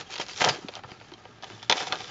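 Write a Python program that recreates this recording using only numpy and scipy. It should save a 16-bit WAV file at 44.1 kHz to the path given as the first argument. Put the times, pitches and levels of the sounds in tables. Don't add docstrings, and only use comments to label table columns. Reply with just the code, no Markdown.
import sys
import numpy as np
from scipy import signal
from scipy.fft import rfft, irfft
from scipy.io import wavfile
from scipy.ndimage import uniform_filter1d

SR = 44100
rng = np.random.default_rng(int(sys.argv[2]) if len(sys.argv) > 2 else 0)


def rack_gain(trim_db):
    fader = np.asarray(trim_db, float)
    return 10 ** (fader / 20)


def generate_wav(signal):
    frames = np.transpose(np.atleast_2d(signal))
    scaled = np.clip(frames, -1, 1) * 32767
    pcm = np.round(scaled).astype(np.int16)
    wavfile.write(sys.argv[1], SR, pcm)


N = 92610
REGRIP_S = 1.3

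# pitch_hz, width_hz, level_db
CARD_MODES = [(430, 32, -3.5), (507, 19.6, 1.5), (750, 34.6, 5), (959, 22, 4), (1215, 39, -1.5),
              (1346, 32, 3.5), (1601, 49, -2), (1818, 40, 0)]
# pitch_hz, width_hz, level_db
EARLY_BLISTER_MODES = [(2500, 510, -6), (3170, 94, 1), (4000, 620, -13), (4800, 143, -0.5),
                       (5590, 1100, -11), (6750, 130, -13)]
# pitch_hz, width_hz, level_db
LATE_BLISTER_MODES = [(2440, 300, 4.5), (2977, 130, 12.5), (3518, 135, 9.5), (4540, 130, -1),
                      (4833, 640, 2), (6300, 230, 8.5)]


def evened(x):
    return x / np.sqrt(np.mean(x ** 2) + 1e-20)


def peaked(x):
    return x / abs(x).max()


def add(mix, start_s, sound):
    part = mix[round(start_s * SR):][:len(sound)]
    part += sound[:len(part)]


def slow(seconds):
    width = int(seconds * SR)
    once = uniform_filter1d(rng.standard_normal(N), width)
    return evened(uniform_filter1d(once, width))


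def ring(x, hz, width_hz):
    return signal.lfilter(*signal.iirpeak(hz, hz / width_hz, SR), x)


def body(x, modes, damp, wander_db=0):
    out = np.zeros(len(x))
    for k, (hz, width_hz, level_db) in enumerate(modes):
        if wander_db:
            level_db = level_db + wander_db * slow(.025)
        width_hz = width_hz * damp
        out += (-1) ** k * rack_gain(level_db) * ring(x, hz, width_hz) / np.sqrt(width_hz)
    return out


def room_floor():
    # pitch_hz, level_db (per Hz)
    hiss_curve = [(12, -66), (20, 4), (110, 3), (434, -1.5), (589, -31), (1170, -8.5), (5660, -21.5),
                  (6940, -47.5), (8720, -59.5), (11300, -90), (19200, -120)]
    hiss_db, hum_db = -55.5, -58
    hum_hz, hum_width_hz = 110.1, 20.5
    hz = np.fft.rfftfreq(N, 1 / SR)
    curve_hz, curve_db = np.transpose(hiss_curve)
    gain = rack_gain(np.interp(np.log(hz + 1), np.log(curve_hz + 1), curve_db))
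    hiss = irfft(rfft(rng.standard_normal(N)) * gain, N)
    hum = ring(rng.standard_normal(N), hum_hz, hum_width_hz)
    hum = ring(hum, hum_hz, hum_width_hz)
    return rack_gain(hiss_db) * evened(hiss) + rack_gain(hum_db) * evened(hum)


def room_tail(x):
    t60_s, tail_db, dull_hz = 0.086, -18.5, 4000
    at = np.arange(150, SR // 3, 20)
    taps = np.zeros(SR // 2)
    decay = rack_gain(-60 * at / SR / t60_s)
    taps[at + rng.integers(0, 20, len(at))] = rng.choice([-1., 1.], len(at)) * decay
    taps = signal.lfilter(*signal.butter(1, dull_hz, fs=SR), taps)
    return rack_gain(tail_db) * signal.fftconvolve(x, taps / np.linalg.norm(taps))[:N]


def knock(peak_db, hz, cycles):
    u = np.arange(int(6 * cycles * SR / hz)) * hz / SR / cycles
    push = u * np.exp(-u - u * u / 4) * np.sin(2 * np.pi * u * cycles)
    return rack_gain(peak_db) * peaked(push)


def card_knocks():
    # start_s, peak_db, pitch_hz, cycles
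    knock_rows = [(.197, -25.5, 401, 0.88), (0.441, -21.5, 804, 2.3), (.461, -22, 600, 2.8),
                  (.472, -15.5, 620, 1.2), (0.468, -32, 116.5, 1.5), (.49, -26, 776, 2.6),
                  (0.503, -32.5, 136, 1.5), (0.542, -33.5, 480, 1.5), (0.586, -35, 370, 1.25),
                  (0.646, -28.5, 247, 0.94), (0.69, -29.5, 490, 0.98), (.767, -34, 716, 1.9),
                  (0.847, -39, 111, 1), (.919, -31.5, 254, 0.29), (1.12, -37, 340, 1.4),
                  (1.143, -44.5, 290, 1), (1.506, -41, 294, 0.85), (1.531, -43.5, 222, 1.2),
                  (1.548, -45, 326, 2.1), (1.695, -35.5, 77, 0.36), (.4745, -20.5, 656, 2.5),
                  (0.4167, -16, 1540, 1.34), (.452, -25.5, 430, 4.2), (1.698, -14.5, 890, 1.3),
                  (1.7247, -17.5, 926, 1.8), (1.9225, -20.5, 1350, 2.6), (1.9282, -23, 1350, 1.9),
                  (1.946, -33, 1510, 4), (.099, -37.5, 850, 2.1), (1.537, -43.5, 108.7, 2),
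                  (1.775, -27, 750, 2.8), (1.872, -31, 752, 3.6), (1.568, -54, 348, 3),
                  (1.696, -32, 223, 1.24), (1.925, -32, 276, 0.29)]
    out = np.zeros(N)
    for start_s, *row in knock_rows:
        add(out, start_s, knock(*row))
    return out


def grain_layer(early_modes, late_modes, broad_db, broad_hz, clump):
    grains_per_s, spread_db, clump_db = 5400, 3, 1.5
    damp, wander_db = 1.1, 4.5
    size = rack_gain(spread_db * np.minimum(rng.exponential(1, N), 4) + clump_db * clump)
    grains = size * rng.choice([-1., 1.], N) * (rng.random(N) < grains_per_s / SR)
    broad = signal.lfilter(*signal.butter(1, broad_hz, "band", fs=SR), grains)
    early = evened(body(grains, early_modes, damp, wander_db))
    late = evened(body(grains, late_modes, damp, wander_db))
    rung = np.where(np.arange(N) / SR < REGRIP_S, early, late)
    return evened(rung + rack_gain(broad_db) * evened(broad))


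def peel_crackle():
    # start_s, level_db, card_share_db
    first_tear = [
        [(0, -40, 0), (.016, -41, 0), (.035, -54, 2), (.09, -54, 0), (.105, -43, -6), (.128, -37, -9),
         (.15, -41, -8), (.195, -48, -3)],
        [(.199, -34, -2), (.222, -35, -6), (.24, -44, -5), (.262, -51, -3), (.282, -49, -3), (.288, -41, -8),
         (.312, -40, -9), (.325, -46, -6), (.365, -45, -6)],
        [(.376, -38, -8), (.402, -35, -5), (.418, -25, -1), (.436, -31, -1), (.452, -28, 3), (.485, -36, 10),
         (.496, -28, 0), (.515, -38, 3), (.62, -53, 3)],
    ]
    # start_s, level_db, card_share_db
    second_tear = [
        [(.735, -55, 3), (.768, -50, 6), (.82, -69.5, 13), (.9, -52, 2.5), (.99, -60.5, 2.5),
         (1.03, -58.5, 4.5), (1.42, -66.5, 10.5)],
        [(1.432, -51, 6), (1.465, -56, 4), (1.51, -49, 2), (1.58, -52, 1), (1.626, -56, 1), (1.631, -45, -4),
         (1.65, -54, -1), (1.695, -59, 2)],
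        [(1.7, -33.5, 6.5), (1.737, -44.5, 9), (1.76, -36.5, 1.5), (1.78, -32, -15.5), (1.82, -34, -0.5),
         (1.855, -41, 0), (1.875, -35, -7.5), (1.912, -50.5, 9)],
        [(1.926, -38.5, -4), (1.95, -52, 17.5), (1.99, -41.5, -9.5), (2.01, -42, 1.5), (2.035, -43.5, -4),
         (2.07, -44, -3.5), (2.1, -45, 6)],
    ]
    # low_hz, high_hz
    rustle_hz = ((1630, 8300), (167, 1250))
    start_s, level_db, card_db = np.concatenate(first_tear + second_tear).T
    t = np.arange(N) / SR
    clump = slow(0.0041)
    blister = grain_layer(EARLY_BLISTER_MODES, LATE_BLISTER_MODES, 2, rustle_hz[0], clump)
    card = grain_layer(CARD_MODES, CARD_MODES, 5, rustle_hz[1], clump)
    card_gain = rack_gain(np.interp(t, start_s, card_db))
    return rack_gain(np.interp(t, start_s, level_db)) * (blister + card_gain * card)


def crease_drive(hz, slip_s):
    slip_count, fizz_db, fizz_s = 10, -27, .005
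    t = np.arange(int(.06 * SR)) / SR
    wait_s = np.append(0, rng.uniform(0, 2 * slip_s, slip_count - 1))
    size = np.append(1, slip_s / .0013 * rng.uniform(.08, .35, slip_count - 1))
    size *= np.exp(-wait_s / slip_s / 2)
    drive = np.zeros(len(t))
    drive[(wait_s * SR).astype(int)] = rng.choice([-1., 1.], slip_count) * size
    drive += rack_gain(fizz_db) * rng.standard_normal(len(t)) * np.exp(-t / fizz_s)
    return signal.lfilter(*signal.butter(2, min(7500, 1.8 * hz), fs=SR), drive)


def snap(start_s, peak_db, card_db, hz, slip_s):
    pitch_q, wide_db, edge_db, trim_db = 2.4, -4, -8, 0.5
    blister_damp, card_damp = 1.8, 3
    drive = crease_drive(hz, slip_s)
    modes = EARLY_BLISTER_MODES if start_s < REGRIP_S else LATE_BLISTER_MODES
    bright = peaked(ring(drive, hz, hz / pitch_q))
    bright += rack_gain(wide_db) * peaked(body(drive, modes, blister_damp))
    bright += rack_gain(edge_db) * peaked(np.diff(drive, prepend=0))
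    card = peaked(body(drive, CARD_MODES, card_damp))
    return rack_gain(peak_db + trim_db) * (peaked(bright) + rack_gain(card_db) * card)


def blister_snaps():
    # start_s, peak_db, card_share_db, pitch_hz
    snap_rows = [(0.01, -26.5, -5.5, 4170), (.1255, -27.5, -16, 4700), (.139, -23.5, -7.5, 3300),
                 (0.157, -23.5, -16.5, 3200), (0.162, -25, -9, 3250), (0.167, -34.5, -2, 4000),
                 (.18, -24.5, -9, 5150), (.198, -29, 7, 4850), (.2135, -19.5, -9, 4800),
                 (.221, -26.5, -3.5, 2950), (.265, -29.5, -12, 4930), (0.2843, -26.5, -10, 4940),
                 (0.289, -30, -8, 5160), (0.296, -27.5, -28, 2730), (.334, -30, -13.5, 4800),
                 (.342, -30, -22, 4900), (.361, -28, -15, 4700), (.377, -27.5, -11.5, 4800),
                 (.385, -33, -22, 4800), (.408, -12, -22, 2100), (0.4151, -15, 0.5, 5200),
                 (0.4207, -22.5, 3, 3020), (.4415, -13, 0, 2540), (.45, -28.5, 0, 5050),
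                 (.4525, -18, -14, 2970), (0.46, -27, 5, 5000), (0.477, -27, 13, 2640),
                 (1.778, -22.5, -2.5, 3460), (1.782, -19.5, -21, 3020), (1.793, -26, -12.5, 3500),
                 (1.815, -21, -6, 3460), (1.831, -25.5, -7.5, 6300), (1.869, -29, 3.5, 3540),
                 (1.9288, -21, 1, 4850), (1.935, -24, -2, 1450), (1.956, -23.5, -10, 3570),
                 (2.006, -28, -19, 3700), (2.044, -27, -6.5, 3670)]
    # start_s, peak_db, card_share_db, pitch_hz
    further_snap_rows = [(.4178, -7, -16, 1750), (.4468, -6, -16, 5000), (.4882, -9, -10, 5500),
                         (.4922, -13, -6, 3000), (.495, -16, -9, 6000), (.4975, -19, -6, 3500),
                         (1.6977, -2, -17, 3200), (1.6995, -12, -8, 4300), (1.703, -17, -5, 4600),
                         (1.7072, -19, -6, 3300), (1.7125, -10, -9, 3300), (1.7138, -11, -12, 3200),
                         (1.7245, -5, -15, 3200), (1.7255, -11, -10, 3600), (1.7298, -19, -3, 4500),
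                         (1.9237, -13, -16, 3500), (1.6955, -31, -3, 3000), (.184, -24, -12, 3400),
                         (.7533, -23, -14, 5000), (.738, -31, -7, 3370), (1.4425, -26, -6, 3800),
                         (1.6285, -28, -6, 5500), (1.4248, -32, -6, 4200)]
    # start_s, peak_db, card_share_db,
    # pitch_hz
    tick_rows = [(0.684, -24.5, -7.5, 3200), (.762, -32.5, -4, 2940), (.79, -38, 3.5, 2120),
                 (.835, -34.5, 3.5, 2880), (.842, -39, 7.5, 1690), (.916, -32, -3, 2770),
                 (1.011, -38, 2, 2400), (1.084, -42, -9, 5000), (1.117, -37, -0.5, 2830),
                 (1.136, -33, -10, 4150), (1.252, -36.5, 0, 1900), (1.433, -31, 3, 1570),
                 (1.48, -48, 3, 3910), (1.499, -35.5, -0.5, 2500), (1.734, -39, 7, 1400),
                 (1.768, -26, -1, 6100), (1.803, -23, -2, 6300), (1.997, -41, -17, 4000),
                 (2.018, -34, -7, 4130), (2.08, -35, -23, 5300), (.689, -33, -5, 3380),
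                 (.885, -48, 5, 1980), (.896, -43, 0, 3500), (.999, -40, -10, 3100), (1.02, -42, -10, 3050),
                 (.938, -45, 3, 2840), (1.62, -38.5, -4.5, 2500), (2.056, -36, -7, 3520)]
    snap_slip_s, tick_slip_s, tick_lag_s = .0013, .0024, .001
    out = np.zeros(N)
    for start_s, *row in snap_rows + further_snap_rows:
        add(out, start_s, snap(start_s, *row, snap_slip_s))
    for start_s, *row in tick_rows:
        start_s += tick_lag_s
        add(out, start_s, snap(start_s, *row, tick_slip_s))
    return out


def scene():
    pack = card_knocks() + peel_crackle() + blister_snaps()
    return (pack + room_tail(pack) + room_floor())[None]


def roll_off(x):
    return signal.sosfilt(signal.butter(12, 8870, fs=SR, output="sos"), x)


def record(dry):
    edge_hz, top_hz, bass_hz = 7424, 7850, 98.3
    band_limit = signal.firwin(63, edge_hz, window="boxcar", fs=SR)
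    x = signal.oaconvolve(dry, band_limit[None], "same")
    x = signal.lfilter(*signal.butter(2, top_hz, fs=SR), x)
    x = signal.lfilter(*signal.butter(1, bass_hz, "high", fs=SR), x)
    return roll_off(x)


dry = scene()
out = record(dry)
generate_wav(out)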